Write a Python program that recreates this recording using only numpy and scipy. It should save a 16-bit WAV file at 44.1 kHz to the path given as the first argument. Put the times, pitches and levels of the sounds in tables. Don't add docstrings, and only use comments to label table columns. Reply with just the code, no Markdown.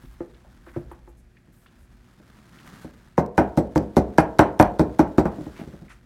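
import sys
import numpy as np
from scipy import signal
from scipy.fft import rfft, irfft
from scipy.io import wavfile
from scipy.ndimage import uniform_filter1d

SR = 44100
rng = np.random.default_rng(int(sys.argv[2]) if len(sys.argv) > 2 else 0)


def materialize(psi):
    bounded = np.clip(np.atleast_2d(psi).T, -1, 1)
    quanta = np.round(bounded * 32767).astype(np.int16)
    wavfile.write(sys.argv[1], SR, quanta)


N = 267157
AGE = np.arange(int(.7 * SR)) / SR

# f/Hz, level/dB
AIR_COLOUR = [(20, -29), (45, 5), (70, -4), (110, 2.5), (230, -4.5), (400, -15), (700, -14), (1100, -31.5),
              (1700, -19), (2400, -22.5), (3000, -30), (12000, -37.5), (16000, -46)]
# f/Hz, level/dB
HUM_TONES = [(120, -62.5), (180, -72.5), (240, -69), (359, -72)]
# t/s, length/s, level/dB
HAND_SHIFTS = [(0, .22, -49), (0.814, 0.13, -47), (1.72, 0.29, -53), (5.173, 0.078, -46)]
# f/Hz, level/dB
RUB_COLOUR = [(90, -11.5), (200, 3), (330, -9.5), (480, -18), (700, -16.5), (850, -15), (1150, -13),
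              (1600, -12.5), (2600, -23), (3400, -22.5), (6000, -28), (9300, -31.5), (16000, -37.5)]
# t/s, level/dB
RUB_REACHING = [(0.0, -66.5), (0.276, -70.5), (0.792, -69), (1.216, -79), (1.45, -78.5), (1.726, -72.5),
                (1.95, -73.5)]
# t/s, level/dB
RUB_DRAGGING = [(2.1, -70.5), (2.5, -65), (2.7, -59.5), (2.85, -58), (2.89, -67.5), (3.07, -67.5),
                (3.13, -72.5)]
# t/s, level/dB
RUB_GRIPPING = [(3.3, -79), (3.4, -66), (3.51, -68.5), (5.22, -66.5), (5.57, -60), (5.86, -69), (6.06, -75)]
# t/s, length/s, level/dB, f/Hz
SHORT_SCUFFS = [(0, 0.14, -71, 11000), (.676, 0.019, -53, 1370), (.735, 0.041, -54.5, 1270),
                (0.65, 0.16, -73, 10190), (1.08, 0.017, -70, 9000), (1.167, 0.038, -71, 8333),
                (1.52, 0.13, -70, 10190), (1.782, .07, -73, 9259), (2.805, 0.038, -66, 9060),
                (5.555, 0.063, -54, 1840), (5.895, 0.023, -49.5, 1530), (5.89, 0.043, -64, 6600)]
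# t/s, force/dB, cut-off f/Hz, extra thud from its weight/dB
TOOL_TAPS = [(.036, -55.5, 350, 25), (0.2053, -27.5, 302, -3.5), (0.67, -50, 560, -5),
             (.762, -26.5, 292, 0.5), (0.771, -34.5, 236, 19), (.914, -49, 1260, 7.5),
             (1.075, -53.5, 775, -7)]
# f/Hz, level/dB, ring time/s (to fall 60 dB)
FAR_END_TONES = [(123.6, -10.5, 0.65), (152.4, 5, 0.17), (260.4, -1.5, 0.24), (343, -13, 0.088),
                 (344.4, 9.5, 0.13), (457, -9.5, 0.17), (509, 2, 0.1), (605, -37, 0.2), (846, -1.5, 0.1),
                 (950, -8, 0.065), (1210, -16, 0.18), (1740, -14, 0.075)]
# f/Hz, level/dB
WOOD_COLOUR = [(40, -30), (70, -21.5), (95, -6), (170, -6.5), (340, 0.5), (470, -5.5), (620, -2), (950, -5),
               (1150, -11), (1600, -17.5), (2400, -28.5), (3200, -36.5), (4000, -52), (5000, -70)]
# f/Hz, ring time/s
WOOD_RING_TIMES = [(80, 0.35), (400, 0.28), (1000, 0.17), (2500, 0.23)]
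# f/Hz, level/dB
METAL_COLOUR = [(800, -20), (2000, 5.5), (2800, -10.5), (3700, -6), (5000, -8), (6000, -4), (6600, -11.5),
                (7700, -11), (9300, -11.5), (10400, -17.5), (13000, -14.5), (16000, -27)]
# f/Hz, level/dB, ring time/s
MOULD_TONES = [(4340, -1.5, 0.045), (4870, -0.5, 0.034), (5770, 0, .04), (6120, -6.5, 0.033),
               (7650, 9.5, 0.012), (7740, 1.5, 0.055), (10900, -26.5, 0.039), (14700, -4.5, 0.044)]
# t/s, level/dB, f/Hz, ring time/s
SMALL_TICKS = [(.055, -64, 2980, .04), (.345, -62, 2780, .05), (.447, -55, 644, .14),
               (.664, -51.5, 1260, 0.069), (.916, -61.5, 11000, 0.076), (1.368, -57.5, 2110, .06),
               (1.661, -53.5, 1470, 0.032), (1.663, -60, 2940, 0.13), (2.587, -54, 2680, .045),
               (5.458, -59, 2980, .04), (5.882, -54, 1780, 0.075)]
# t/s, force/dB, cut-off f/Hz (higher is harder), click level/dB
MOULD_KNOCKS = [(1.48, -52, 160, -85), (2.197, -54, 280, -80), (2.844, -40, 328, -66),
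                (3.178, -21.5, 810, -35.5), (3.3783, -20.5, 1230, -30), (3.573, -19.5, 460, -36),
                (3.7574, -20, 524, -33.5), (3.9664, -17.5, 583, -28.5), (4.182, -18.5, 1480, -23.5),
                (4.3907, -17, 1520, -20), (4.597, -16.5, 1360, -22), (4.7934, -18.5, 520, -32),
                (4.9915, -17.5, 700, -31.5), (5.181, -17.5, 556, -34), (5.254, -27.5, 746, -47.5),
                (5.382, -36, 306, -65), (5.408, -38.5, 280, -62), (5.464, -37, 358, -58),
                (5.59, -43.5, 422, -58), (5.611, -38.5, 305, -65), (5.673, -38, 208, -60),
                (5.735, -44, 278, -60), (5.816, -40.5, 165, -88)]
# f/Hz, level/dB, ring time/s
BENCH_TONES = [(74, -2, 0.2), (118.4, -11.5, 0.38), (159.8, 4, .14), (196, -12, 0.48), (205.2, -6, 0.45),
               (245.4, 0, 0.13), (309, 1.5, 0.15), (314, 7.5, 0.14), (354.5, 0, 0.14), (394, -20, 0.4),
               (438.3, -19.5, 0.52), (544, -10.5, 0.34), (577, -6, 0.24), (611, -12.5, 0.12),
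               (638.4, -13.5, 0.48), (682, -13, 0.28), (719, -12.5, 0.43), (812.6, -1, 0.2),
               (897, 3, 0.036), (918.6, -10.5, 0.24), (983, -4.5, 0.032), (1036, -13, 0.14),
               (1158, -6, 0.046), (1340, -15.5, 0.09), (1505, -10, 0.12), (1648, -5, 0.033),
               (1794, -19, 0.15), (2106, -18, 0.14), (2449, -17, 0.11)]
# t/s, level/dB
MOULD_REBOUNDS = [(3.262, -50.5), (3.778, -33.5), (4.6263, -28)]
# t/s, level/dB
HINGE_PINGS = [(3.583, -50), (3.974, -45), (4.2008, -46), (4.611, -35.5)]
# f/Hz, level/dB, ring time/s
HINGE_TONES = [(10200, -9.5, .03), (11060, 1, 0.057), (10800, 1.5, 0.037), (11310, 0, .04),
               (13100, -14.5, .03)]
# f/Hz, level/dB
ECHO_COLOUR = [(50, 8), (100, -8), (200, -4), (330, -4.5), (470, 3), (720, 0), (950, 2.5), (1400, 2.5),
               (3000, 5.5), (12000, 3.5)]
# f/Hz, ring time/s
ECHO_RING_TIMES = [(80, 0.8), (400, 0.63), (900, 0.44), (2000, 0.27), (6000, 0.18), (14000, .14)]

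BAND_CENTRES_HZ, BAND_EDGES_HZ = np.array([150, 380, 850, 1600]), [240, 620, 1150]
HARD_TAP_DB, HARD_KNOCK_DB = [-18, 0, -4.5, 1.5], [-2, 2, 1.5, -2]


def undb(db):
    return 10 ** (np.asarray(db) / 20)


def level(x, db, span_s=None):
    head = x if span_s is None else x[:int(span_s * SR)]
    return x * undb(db) / np.sqrt(np.mean(head ** 2) + 1e-20)


def add(track, start_s, sound):
    i = max(int(start_s * SR), 0)
    track[i:i + len(sound)] += sound[:N - i]


def lookup(table, hz):
    freqs, values = np.transpose(table)
    return np.interp(np.log(hz + 1e-9), np.log(freqs), values)


def noise(colour, size):
    gain = undb(lookup(colour, np.fft.rfftfreq(size, 1 / SR)))
    return level(irfft(rfft(rng.standard_normal(size)) * gain, size), 0)


def band(x, hz, kind, order=2):
    return signal.sosfilt(signal.butter(order, hz, kind, fs=SR, output="sos"), x)


def hiss(hz, spread):
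    return band(rng.standard_normal(len(AGE)), [hz / spread, hz * spread], "band")


def fade(ring_s):
    return np.exp(-np.log(1000) * AGE / ring_s)


def swell(length_s, rise_s, fall_s):
    return (1 - np.exp(-AGE / rise_s)) * np.exp(-np.maximum(AGE - length_s, 0) / fall_s)


def die_away(x, ring_times):
    hz, spectrum = np.fft.rfftfreq(len(x), 1 / SR), rfft(x)
    centres, times = np.transpose(ring_times)
    shares = [lookup(np.c_[centres, one], hz) for one in np.eye(len(centres))]
    return sum(irfft(spectrum * share, len(x)) * fade(ring_s) for share, ring_s in zip(shares, times))


def wander(per_second):
    step = int(SR / per_second)
    stairs = np.repeat(rng.standard_normal(N // step + 1), step)[:N]
    return level(uniform_filter1d(stairs, step), 0)


def ring(tones, scatter_db=3., detune=.006, in_step=.43):
    out = np.zeros(len(AGE))
    for hz, db, ring_s in tones:
        level_luck, pitch_luck, sign_luck = rng.standard_normal(3)
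        strength = np.sign(sign_luck + in_step) * undb(db + scatter_db * level_luck)
        out += strength * np.sin(2 * np.pi * hz * (1 + detune * pitch_luck) * AGE) * fade(ring_s)
    return out


def air_and_hum(air_db=-61):
    t = np.arange(N) / SR
    hum = sum(np.sqrt(2) * undb(db + .82 * wander(3.7)) * np.sin(2 * np.pi * hz * t)
              for hz, db in HUM_TONES)
    return level(noise(AIR_COLOUR, N), air_db) + hum


def rumble(size):
    return level(band(rng.standard_normal(size), hz=[37.7, 68.], kind="band", order=3), 0)


def phone_rumble(rest_db=-59, drift_db=4.5, firm_jolt_db=-33.5, firm_force_db=-16.5):
    out = rumble(N) * undb(rest_db + drift_db * wander(2.2))
    for start_s, length_s, db in HAND_SHIFTS:
        shift = rumble(len(AGE)) * swell(length_s, rise_s=.017, fall_s=.023)
        add(out, start_s, level(shift, db, length_s))
    for start_s, force_db, *_ in MOULD_KNOCKS:
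        jolt_db = firm_jolt_db + 4.5 * (force_db - firm_force_db)
        add(out, start_s, level(rumble(len(AGE)) * fade(ring_s=.21), jolt_db, span_s=.055))
    return out


def rubbing():
    times, levels = np.vstack([RUB_REACHING, RUB_DRAGGING, RUB_GRIPPING]).T
    effort_db = np.interp(np.arange(N) / SR, times, levels)
    catches = undb(1.2 * wander(60) + 2.4 * wander(700))
    rub = noise(RUB_COLOUR, N) * catches
    treble = band(rub, [3000, 12000], "band")
    return rub / np.std(treble) * undb(effort_db)


def scuffs():
    out = np.zeros(N)
    for start_s, length_s, db, hz in SHORT_SCUFFS:
        scuff = hiss(hz, spread=1.46) * swell(length_s, rise_s=.0039, fall_s=.013)
        add(out, start_s, level(scuff, db, length_s))
    return out


def band_levels(force_db, cutoff_hz, loss_db_per_octave=12.5):
    loss_db = loss_db_per_octave * np.log2(BAND_CENTRES_HZ / cutoff_hz)
    return force_db - 10 * np.log10(1 + undb(loss_db) ** 2)


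def wood_boom(tones, bands_db, weak_db, rise_s, in_step):
    weak = die_away(noise(WOOD_COLOUR, len(AGE)), WOOD_RING_TIMES)
    strong = ring(tones, scatter_db=2., detune=.0073, in_step=in_step)
    wood = level(strong, 0, span_s=.027) + level(weak, weak_db, span_s=.055)
    wood *= (1 - np.exp(-AGE / rise_s)) * (1 + .9 * fade(.07))
    wood = band(wood, 60., "high", order=4)
    parts = []
    for hz in BAND_EDGES_HZ:
        parts.append(band(wood, hz, "low", order=4))
        wood = band(wood, hz, "high", order=4)
    return sum(level(part, db, span_s=.059) for part, db in zip(parts + [wood], bands_db))


def rattle(db, hold_s=.023, clink_db=-12):
    hit_sizes = undb(-.5 * np.repeat(rng.standard_normal(len(AGE)), 48)[:len(AGE)])
    shape = (1 - np.exp(-AGE / .002)) / np.sqrt(1 + (AGE / hold_s) ** 6) * fade(.45)
    chatter = noise(METAL_COLOUR, len(AGE)) * hit_sizes * shape
    clink = signal.fftconvolve(chatter, ring(MOULD_TONES))[:len(AGE)]
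    return level(level(chatter, 0) + level(clink, clink_db), db, span_s=.031)


def tool_taps():
    out = np.zeros(N)
    for start_s, force_db, cutoff_hz, weight_db in TOOL_TAPS:
        bands_db = band_levels(force_db, cutoff_hz) + HARD_TAP_DB
        bands_db[0] += weight_db
        boom = wood_boom(FAR_END_TONES, bands_db, weak_db=-11, rise_s=.00031, in_step=3.)
        add(out, start_s, boom + rattle(force_db - 42))
    return out


def ticks():
    out = np.zeros(N)
    for start_s, db, hz, ring_s in SMALL_TICKS:
        add(out, start_s, level(hiss(hz, spread=1.28) * fade(ring_s), db, span_s=.0071))
    return out


def click(db):
    crack = level(noise(METAL_COLOUR, len(AGE)) * fade(ring_s=.011), db, span_s=.0026)
    return crack + level(ring(MOULD_TONES), db - 29, span_s=.009)


def mould_knocks(shut_delay_s=.001006, edge_lead_s=.005, click_share=.41):
    out = np.zeros(N)
    for start_s, force_db, cutoff_hz, click_db in MOULD_KNOCKS:
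        bands_db = band_levels(force_db, cutoff_hz) + HARD_KNOCK_DB
        boom = wood_boom(BENCH_TONES, bands_db, weak_db=-6, rise_s=.00058, in_step=.6)
        rattle_db = (1 - click_share) * force_db + click_share * click_db - 18.5
        add(out, start_s, boom + rattle(rattle_db))
        shut_s = start_s + shut_delay_s
        add(out, shut_s - edge_lead_s, click(click_db - 14))
        add(out, shut_s, click(click_db))
    return out


def rebounds():
    out = np.zeros(N)
    for start_s, db in MOULD_REBOUNDS:
        add(out, start_s, click(db))
    return out


def hinge_pings():
    out = np.zeros(N)
    for start_s, db in HINGE_PINGS:
        add(out, start_s, level(ring(HINGE_TONES), db, span_s=.0054))
    return out


def room(x, echo_db=-11., gap_s=.0091):
    echo = die_away(noise(ECHO_COLOUR, len(AGE)), ECHO_RING_TIMES)
    echo *= np.clip(AGE / gap_s - 1, 0, 1)
    echo /= np.sqrt(np.sum(band(echo, 1000., "low") ** 2) * SR / 2000)
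    return x + undb(echo_db) * signal.fftconvolve(x, echo)[:N]


def scene():
    contacts = mould_knocks() + tool_taps() + rebounds() + hinge_pings() + ticks() + scuffs()
    return (room(contacts) + rubbing() + phone_rumble() + air_and_hum())[None]


def record(dry, top_hz=16300):
    rounded = dry / (1 + dry ** 8) ** (1 / 8)
    return signal.sosfilt(signal.ellip(8, .2, 80, top_hz, fs=SR, output="sos"), rounded)


dry = scene()
out = record(dry)
materialize(out)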